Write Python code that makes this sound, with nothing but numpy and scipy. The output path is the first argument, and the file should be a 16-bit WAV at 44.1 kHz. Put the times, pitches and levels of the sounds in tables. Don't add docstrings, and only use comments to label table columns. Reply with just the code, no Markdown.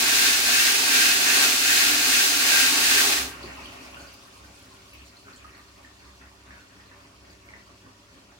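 import sys
import numpy as np
from scipy import signal
from scipy.fft import rfft, irfft, next_fast_len
from scipy.io import wavfile
from scipy.ndimage import map_coordinates

SR = 44100
rng = np.random.default_rng(int(sys.argv[2]) if len(sys.argv) > 2 else 0)


def waveform_to_disk(signal):
    frames = np.transpose(np.atleast_2d(signal))
    scaled = np.clip(frames, -1, 1) * 32767
    samples = np.round(scaled).astype(np.int16)
    wavfile.write(sys.argv[1], SR, samples)


N = 369999

# (frequency [Hz], time to fall 60 dB [s])
ROOM_DECAY = [(200, 0.26), (2000, 0.35), (12000, 0.13)]
# (frequency [Hz], correlation [0-1])
STEREO_LIKENESS = [(60, 1), (130, 0.62), (280, 0.94), (420, 0.66), (680, 0.34), (1100, 0.045), (3000, 0.1),
                   (15000, 0.037)]
# (frequency [Hz], left minus right [dB])
MIC_BALANCE = [(60, -2), (300, 1), (700, 0), (1400, 0), (5000, 0.7), (9000, -3), (15000, -0.5)]
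# (frequency [Hz], relative level [dB])
CIRCULATION_TONES = [(49.6, -72), (100, -64.5), (117, -73), (199, -70), (300, -72), (384, -70.5),
                     (581, -76.5), (967, -74)]
SPRAY_PUMP_TONES = [(49.6, -71), (100, -62), (199, -59), (300, -50), (900, -54)]
# (time [s], flow over the lasting trickle [dB])
TRAY_FLOW = [(3.3, 12.5), (3.7, 12), (4.0, 8.5), (4.2, 4), (5.1, 1.5), (6.4, 0), (7.5, -0.5), (8.39, -1)]
# (centre [s], length [s], slosh swell [dB], outlet swell [dB], drone swell [dB])
WAVES = [(3.47, 0.091, 7, 0, 4), (3.61, 0.1, 3.5, 0.5, 3), (3.87, .2, 2, 0.5, 2), (4.0, 0.079, 4, 0, 0),
         (4.467, 0.17, 3, 0.5, 7), (4.72, 0.18, 2, 0, -3), (4.997, 0.13, 5.5, 2, 8),
         (5.31, 0.13, 7.5, 5.5, 8), (5.46, 0.11, 2, 5, 5), (5.577, .11, 1, 6.5, 0), (5.86, .14, 0, 4.5, 2),
         (6.067, .13, 4, 3.5, 6), (6.25, 0.089, 3, 8.5, 4.5), (6.55, .17, 4, 8.5, 8),
         (6.87, 0.37, 3.5, 5, 0), (7.06, 0.17, 3, 3, -3), (7.283, 0.15, 6, 5, 3), (7.54, 0.17, 6, 7, 3),
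         (7.728, .13, 4, 2, 2), (7.87, 0.078, 8, 3, 4), (8.16, 0.26, 3, 2, 0), (8.33, .1, 3, 3, 2)]
# (centre [s], length [s], rise of its ring [dB])
TRAY_SLOPS = [(3.69, .08, 0), (4.11, 0.062, 3), (4.95, 0.04, 11), (5.015, 0.063, 8.5), (5.3, .06, 2),
              (5.41, .06, 3), (5.49, .05, 5)]
# (centre [s], length [s], rise [dB])
WALL_SLAPS = [(1.42, 0.099, 4)]
# (frequency [Hz], relative density [dB])
SLOSH_SPECTRUM = [(25, -30), (60, -3), (115, 1.5), (160, -3.5), (195, 3), (220, -6.5), (260, 6),
                  (335, -3.5), (385, 2), (450, -5.5), (600, -8.5), (1200, -45)]
BABBLE_SPECTRUM = [(300, -32.5), (480, -12), (600, 0.5), (850, -0.5), (1150, 5), (1300, 0.5), (1700, -22)]
OUTLET_SPECTRUM = [(900, -24.5), (1300, -11), (1480, -3), (1620, -7), (1820, -3.5), (2250, -5), (2600, -5),
                   (3300, -22), (5000, -45)]
TRAY_SPECTRUM = [(1800, -18), (2350, -3), (2620, -10), (2800, -2), (3020, -5), (3250, -12), (4000, -32)]
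FIZZ_SPECTRUM = [(1800, -19), (3200, -3.5), (3800, -3.5), (4500, -1), (5600, -2.5), (7000, -4), (8200, -7),
                 (10500, -12), (13000, -16), (15500, -19)]
FILM_SPECTRUM = [(3500, -22), (4400, 3), (4800, -9), (5800, -3.5), (7200, -4), (8300, -5), (10100, -1),
                 (11500, -5.5), (15500, -5)]
# (frequency [Hz], relative density [dB])
HISS_SPECTRUM = [(1500, -45), (2700, -6), (3400, -3), (4300, -1.5), (6000, -3), (8000, -6), (11500, -12.5),
                 (15500, -11.5)]
PANEL_SPECTRUM = [(900, -37), (1200, -20), (1400, -3), (1850, -2.5), (1960, -4), (2150, -0.5), (2650, -1),
                  (3000, -2), (3500, -21), (5000, -36.5)]
WALL_SPECTRUM = [(30, -40), (90, -15.5), (160, -21.5), (215, -10.5), (260, 2), (335, -6), (400, 2.5),
                 (480, -8.5), (580, -10.5), (690, 0.5), (1000, -6), (1250, 1), (1700, -23.5)]
# (frequency [Hz], width [Hz], level re the spectrum [dB])
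TRAY_MODES = [(2620, 110, 9)]
MESH_MODES = [(3510, 30, -2), (3670, 34, 1), (3943, 30, -2), (4118, 55, -1), (4300, 110, -3)]
PANEL_MODES = [(1398, 22, 6), (1579, 30, 9), (1737, 20, 8), (1873, 24, 7), (2057, 30, 4), (2298, 20, 3),
               (2464, 14, 6), (2530, 38, 8), (2696, 36, 7)]
WALL_MODES = [(196, 10, 6), (258, 14, 1), (296, 16, 2), (600, 16, 3), (750, 14, 3), (820, 14, 2),
              (900, 12, 5), (962, 14, 2), (1112, 14, 9)]
# (time [s], relative level [dB], pitch [Hz])
TROUGH_BUBBLES = [(3.5758, -40, 1230), (3.6576, -30, 3000), (3.9449, -35.5, 2730), (3.9689, -36.5, 1480),
                  (4.4393, -44, 1500), (4.7094, -49, 1040), (4.9334, -42, 2650), (4.9594, -44, 2530),
                  (5.0194, -46, 2560), (5.2694, -42, 1450), (5.2824, -39.5, 1310), (5.3946, -45, 2540),
                  (5.4455, -39.5, 1250), (5.4544, -45, 1220), (5.5694, -43, 1820), (5.5912, -46, 1190),
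                  (5.8476, -41, 1770), (6.2138, -42, 1870), (6.2594, -52, 1650), (6.5071, -39, 1750),
                  (6.5394, -45, 1690), (6.5694, -46, 1440), (6.7994, -44, 1790), (6.914, -43, 1770),
                  (7.4879, -38, 2160), (7.5368, -36.5, 1940), (7.5624, -47, 1790), (7.6705, -47, 1190),
                  (7.8635, -49, 1120)]
MESH_DROPS = [(3.4294, -36, 4420), (3.4594, -43, 4660), (3.6394, -40, 4540), (4.0094, -45, 6610),
              (4.0716, -42, 4770), (4.1194, -44, 6030), (4.1394, -44, 4790), (5.1682, -45, 4300),
              (5.3328, -45, 4310), (5.3612, -41.5, 7150), (5.5494, -49, 4320), (6.0494, -52, 4230),
              (6.8594, -50, 4160), (7.2994, -48, 4660)]
PIPE_GULPS = [(3.438, -31.5, 375), (6.517, -43, 200), (7.498, -50, 256), (7.861, -46, 261),
              (7.888, -46, 255)]
# (time [s], relative level [dB])
SPLASHES = [(3.82, -45), (4.129, -37), (4.35, -49), (4.6494, -44), (4.9317, -37), (5.3388, -50.5),
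            (5.5672, -45), (5.8294, -49), (6.2994, -52), (7.305, -47), (7.453, -48)]

PORT_LAG_S, MIC_TOP_HZ = .00018, 15780
PANEL_RATE_HZ, FIRST_PANEL_S = 2.537, .21
CUT_S, RUN_DOWN_S, RUN_DOWN_DB, RUN_DOWN_BEND = 3.103, 0.2, 22.5, 2.02


def amp(db):
    return 10 ** (np.asarray(db) / 20)


def unit(x):
    return x / np.sqrt(np.mean(x ** 2) + 1e-20)


def along(points, hz):
    freqs, values = np.transpose(points)
    return np.interp(np.log(hz + 1), np.log(freqs + 1), values)


def wobble(rate):
    knots = rng.standard_normal(int(N * rate / SR) + 4)
    return map_coordinates(knots, [np.arange(N) * rate / SR])


def swell(t, centre_s, length_s):
    return np.exp(-np.abs(2 * (t - centre_s) / length_s) ** 3)


def add(track, s, sound):
    part = track[:, round(s * SR):][:, :sound.shape[1]]
    part += sound[:, :part.shape[1]]


def filtered(x, response):
    size = next_fast_len(N + SR // 2)
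    return irfft(rfft(x, size) * response(np.fft.rfftfreq(size, 1 / SR)), size)[..., :N]


def coloured(pair, spectrum, modes=()):
    def response(hz):
        peaks = sum(amp(db) ** 2 / (1 + (2 * (hz - centre) / width) ** 2) for centre, width, db in modes)
        angle = np.arccos(np.clip(along(STEREO_LIKENESS, hz), -1, 1)) / 2
        return amp(along(spectrum, hz)) * np.sqrt(1 + peaks) * np.array([np.cos(angle), np.sin(angle)])
    mid, side = filtered(pair, response)
    return unit(np.array([mid + side, mid - side]))


def room(x, wet_db):
    hz, t, noise = signal.stft(rng.standard_normal((2, SR // 3)), SR, nperseg=256)
    tail = signal.istft(noise * amp(-60 * t / along(ROOM_DECAY, hz)[:, None]), SR, nperseg=256)[1]
    impulse = amp(wet_db) * tail / np.linalg.norm(tail[0])
    impulse[:, 0] += 1
    return signal.fftconvolve(np.atleast_2d(x), impulse / np.linalg.norm(impulse[0]), axes=1)[:, :N]


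def ports(x, lag):
    return filtered(x, lambda hz: np.exp(1j * np.pi * hz * lag * np.array([[-1], [1]])))


def tones(lines, waver_db, drift):
    t = np.arange(N) / SR
    hum = np.zeros(N)
    for hz, db in lines:
        gain = np.sqrt(2) * amp(db + waver_db * wobble(6))
        hum += gain * np.sin(2 * np.pi * (hz * t + rng.random()) + drift * wobble(3.1))
    return hum


def patter(rate, spread_db, mist_db):
    hits = rng.random((2, N)) < rate / SR
    sizes = np.clip(rng.standard_normal((2, N)), -2, 2)
    sizes *= amp(spread_db * np.clip(rng.standard_normal((2, N)), -2, 2))
    return unit(unit(hits * sizes) + amp(mist_db) * rng.standard_normal((2, N)))


def bubble(t, hz, cycles, rise):
    age = t * hz / cycles
    phase = 2 * np.pi * hz * t * (1 + rise * np.minimum(age, 2) / 2)
    return np.sin(phase) * amp(-60 * age) * (1 - np.exp(-2 * t * hz))


def swarm(count, low_hz, high_hz, cycles, spread_db, wash_db, samples=900):
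    when, pitch, strength, place = rng.random((count, 4)).T
    hz = low_hz * (high_hz / low_hz) ** pitch
    gain = amp(spread_db * np.minimum(-np.log(1 - strength), 3))
    rings = gain[:, None] * bubble(np.arange(samples) / SR, hz[:, None], cycles, rise=0.2)
    index = ((when * N).astype(int)[:, None] + np.arange(samples)).ravel()
    shares = np.cos(2 * np.pi * place), np.sin(2 * np.pi * place)
    pair = np.array([np.bincount(index, (rings * share[:, None]).ravel(), N)[:N] for share in shares])
    return room(unit(pair), wet_db=4) + amp(wash_db) * rng.standard_normal((2, N))


def flow(t):
    return np.interp(t, *np.transpose(TRAY_FLOW))


def waves(t):
    return sum(np.outer(rises, swell(t, s, length)) for s, length, *rises in WAVES)


def circulation_pump(drone_hz=65.3, thump_s=3.22):
    t = np.arange(N) / SR
    _, _, wave_db = waves(t)
    thump_db = 11.5 * swell(t, thump_s, length_s=.1)
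    drone_db = -63 + .5 * flow(t) + .85 * wave_db + thump_db
    rumble = coloured(rng.standard_normal((2, N)),
                      spectrum=[(35, -43.5), (56, -17), (66, -1.5), (78, -18), (120, -54), (400, -110)])
    drone = tones([(drone_hz, -1.5)], waver_db=1.2, drift=0.18) + amp(-4) * rumble
    return amp(drone_db) * drone + tones(CIRCULATION_TONES, waver_db=1.5, drift=0.53)


def trough():
    t = np.arange(N) / SR
    flow_db = flow(t)
    wave_db, outlet_db, _ = waves(t)
    slop_db = sum(db * swell(t, s, length) for s, length, db in TRAY_SLOPS)
    slosh = coloured(patter(rate=600, spread_db=2, mist_db=3.5), SLOSH_SPECTRUM)
    low_bubbles = swarm(count=2500, low_hz=456, high_hz=1494, cycles=16, spread_db=1, wash_db=4)
    high_bubbles = swarm(count=2000, low_hz=1200, high_hz=3040, cycles=19, spread_db=2.5, wash_db=-1)
    runoff = coloured(patter(rate=570, spread_db=1.5, mist_db=1), TRAY_SPECTRUM, TRAY_MODES)
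    babble_db = -61 + 1.04 * flow_db + 0.29 * wave_db + 0.47 * outlet_db + 0.92 * wobble(20)
    spill_db = -63 + 1.18 * flow_db + outlet_db + 0.51 * wobble(18)
    runoff_db = -64.5 + 1.18 * flow_db + slop_db
    slosh_db = -62 + 0.84 * flow_db + wave_db + wobble(18)
    babble = amp(babble_db) * coloured(low_bubbles, BABBLE_SPECTRUM)
    spill = amp(spill_db) * coloured(high_bubbles, OUTLET_SPECTRUM)
    return ports(babble + spill + amp(runoff_db) * runoff, PORT_LAG_S) + amp(slosh_db) * slosh


def dripping_mesh(drain_from_s=3.36, drain_s=1.44, film_from_s=3.87, drying_db_per_s=4):
    t = np.arange(N) / SR
    wetness = np.exp(-np.maximum(t - drain_from_s, 0) / drain_s)
    spatter = wobble(24)
    fizz = swarm(count=4500, low_hz=2976, high_hz=9040, cycles=36, spread_db=2.3, wash_db=7, samples=500)
    film = swarm(count=2500, low_hz=4000, high_hz=15000, cycles=12, spread_db=6.5, wash_db=-1,
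                 samples=150)
    fizz_db = -60 + 10 * wetness + 0.59 * spatter
    film_db = -59 - drying_db_per_s * np.maximum(t - film_from_s, 0) + 1.3 * spatter
    return amp(fizz_db) * coloured(fizz, FIZZ_SPECTRUM) + amp(film_db) * coloured(film, FILM_SPECTRUM)


def gurgles():
    out, t = np.zeros((2, N)), np.arange(SR // 6) / SR
    for s, db, hz in TROUGH_BUBBLES:
        add(out, s, room(amp(db + 4.5) * bubble(t, hz, cycles=38, rise=.04), wet_db=0))
        for late, detune in rng.random((3, 2)):
            shed = bubble(t, hz * 1.35 ** (2 * detune - 1), cycles=10, rise=.08)
            add(out, s + .025 * late, room(amp(db - 13) * shed, wet_db=-1))
    for s, db, hz in MESH_DROPS:
        add(out, s, room(amp(db + 8) * bubble(t, hz, cycles=44, rise=.04), wet_db=6))
    for s, db, hz in PIPE_GULPS:
        gulp = room(amp(db - 1) * bubble(t, hz, cycles=26, rise=0.14), wet_db=9)
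        add(out, s, gulp.mean(0, keepdims=True))
    for s, db in SPLASHES:
        envelope = amp(-60 * t / 0.089) * (1 - np.exp(-t / 0.0028))
        burst = np.diff(rng.standard_normal(len(t) + 1)) * envelope
        add(out, s, room(amp(db - 12.5) * burst, wet_db=-1))
    return out


def spray(bloom_db_per_s=0.9, tank_fade_share=0.54):
    t = np.arange(N) / SR
    facing = np.cos(2 * np.pi * PANEL_RATE_HZ * (t - FIRST_PANEL_S))
    fade_db = -RUN_DOWN_DB * np.clip((t - CUT_S) / RUN_DOWN_S, 0, 10) ** RUN_DOWN_BEND
    slap_db = sum(db * swell(t, s, length) for s, length, db in WALL_SLAPS)
    sputter = np.clip(wobble(70) + wobble(11), -2, 2)
    drops = patter(rate=6000, spread_db=2.2, mist_db=1.5)
    hiss = coloured(room(drops, wet_db=-12), HISS_SPECTRUM, MESH_MODES)
    hiss *= amp(-19.5 + 1.4 * facing + 0.26 * sputter)
    panels = coloured(patter(rate=2200, spread_db=2, mist_db=5), PANEL_SPECTRUM, PANEL_MODES)
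    panels *= amp(-24 + 2 * facing + 0.87 * sputter)
    bloom_db = -39.5 + 7.5 * facing + bloom_db_per_s * t + 1.6 * wobble(16)
    bloom = coloured(rng.standard_normal((2, N)),
                     spectrum=[(1200, -36), (1520, -7), (1640, -7), (2000, -38)], modes=[(1579, 17, 19)])
    tank_db = -35 + 0.56 * facing + slap_db + 1.3 * wobble(12)
    tank = amp(tank_db) * coloured(drops, WALL_SPECTRUM, WALL_MODES)
    motor = amp(-3) * tones(SPRAY_PUMP_TONES, waver_db=6, drift=0.34)
    jets = amp(fade_db) * (hiss + panels + amp(bloom_db) * bloom)
    return ports(jets, -PORT_LAG_S) + amp(tank_fade_share * fade_db) * (tank + motor)


def scene():
    return spray() + trough() + ports(dripping_mesh() + gurgles(), PORT_LAG_S) + circulation_pump()


def record(dry):
    sides = np.array([[.5], [-.5]])
    return filtered(dry, lambda hz: amp(along(MIC_BALANCE, hz) * sides) * (hz < MIC_TOP_HZ))


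dry = scene()
out = record(dry)
waveform_to_disk(out)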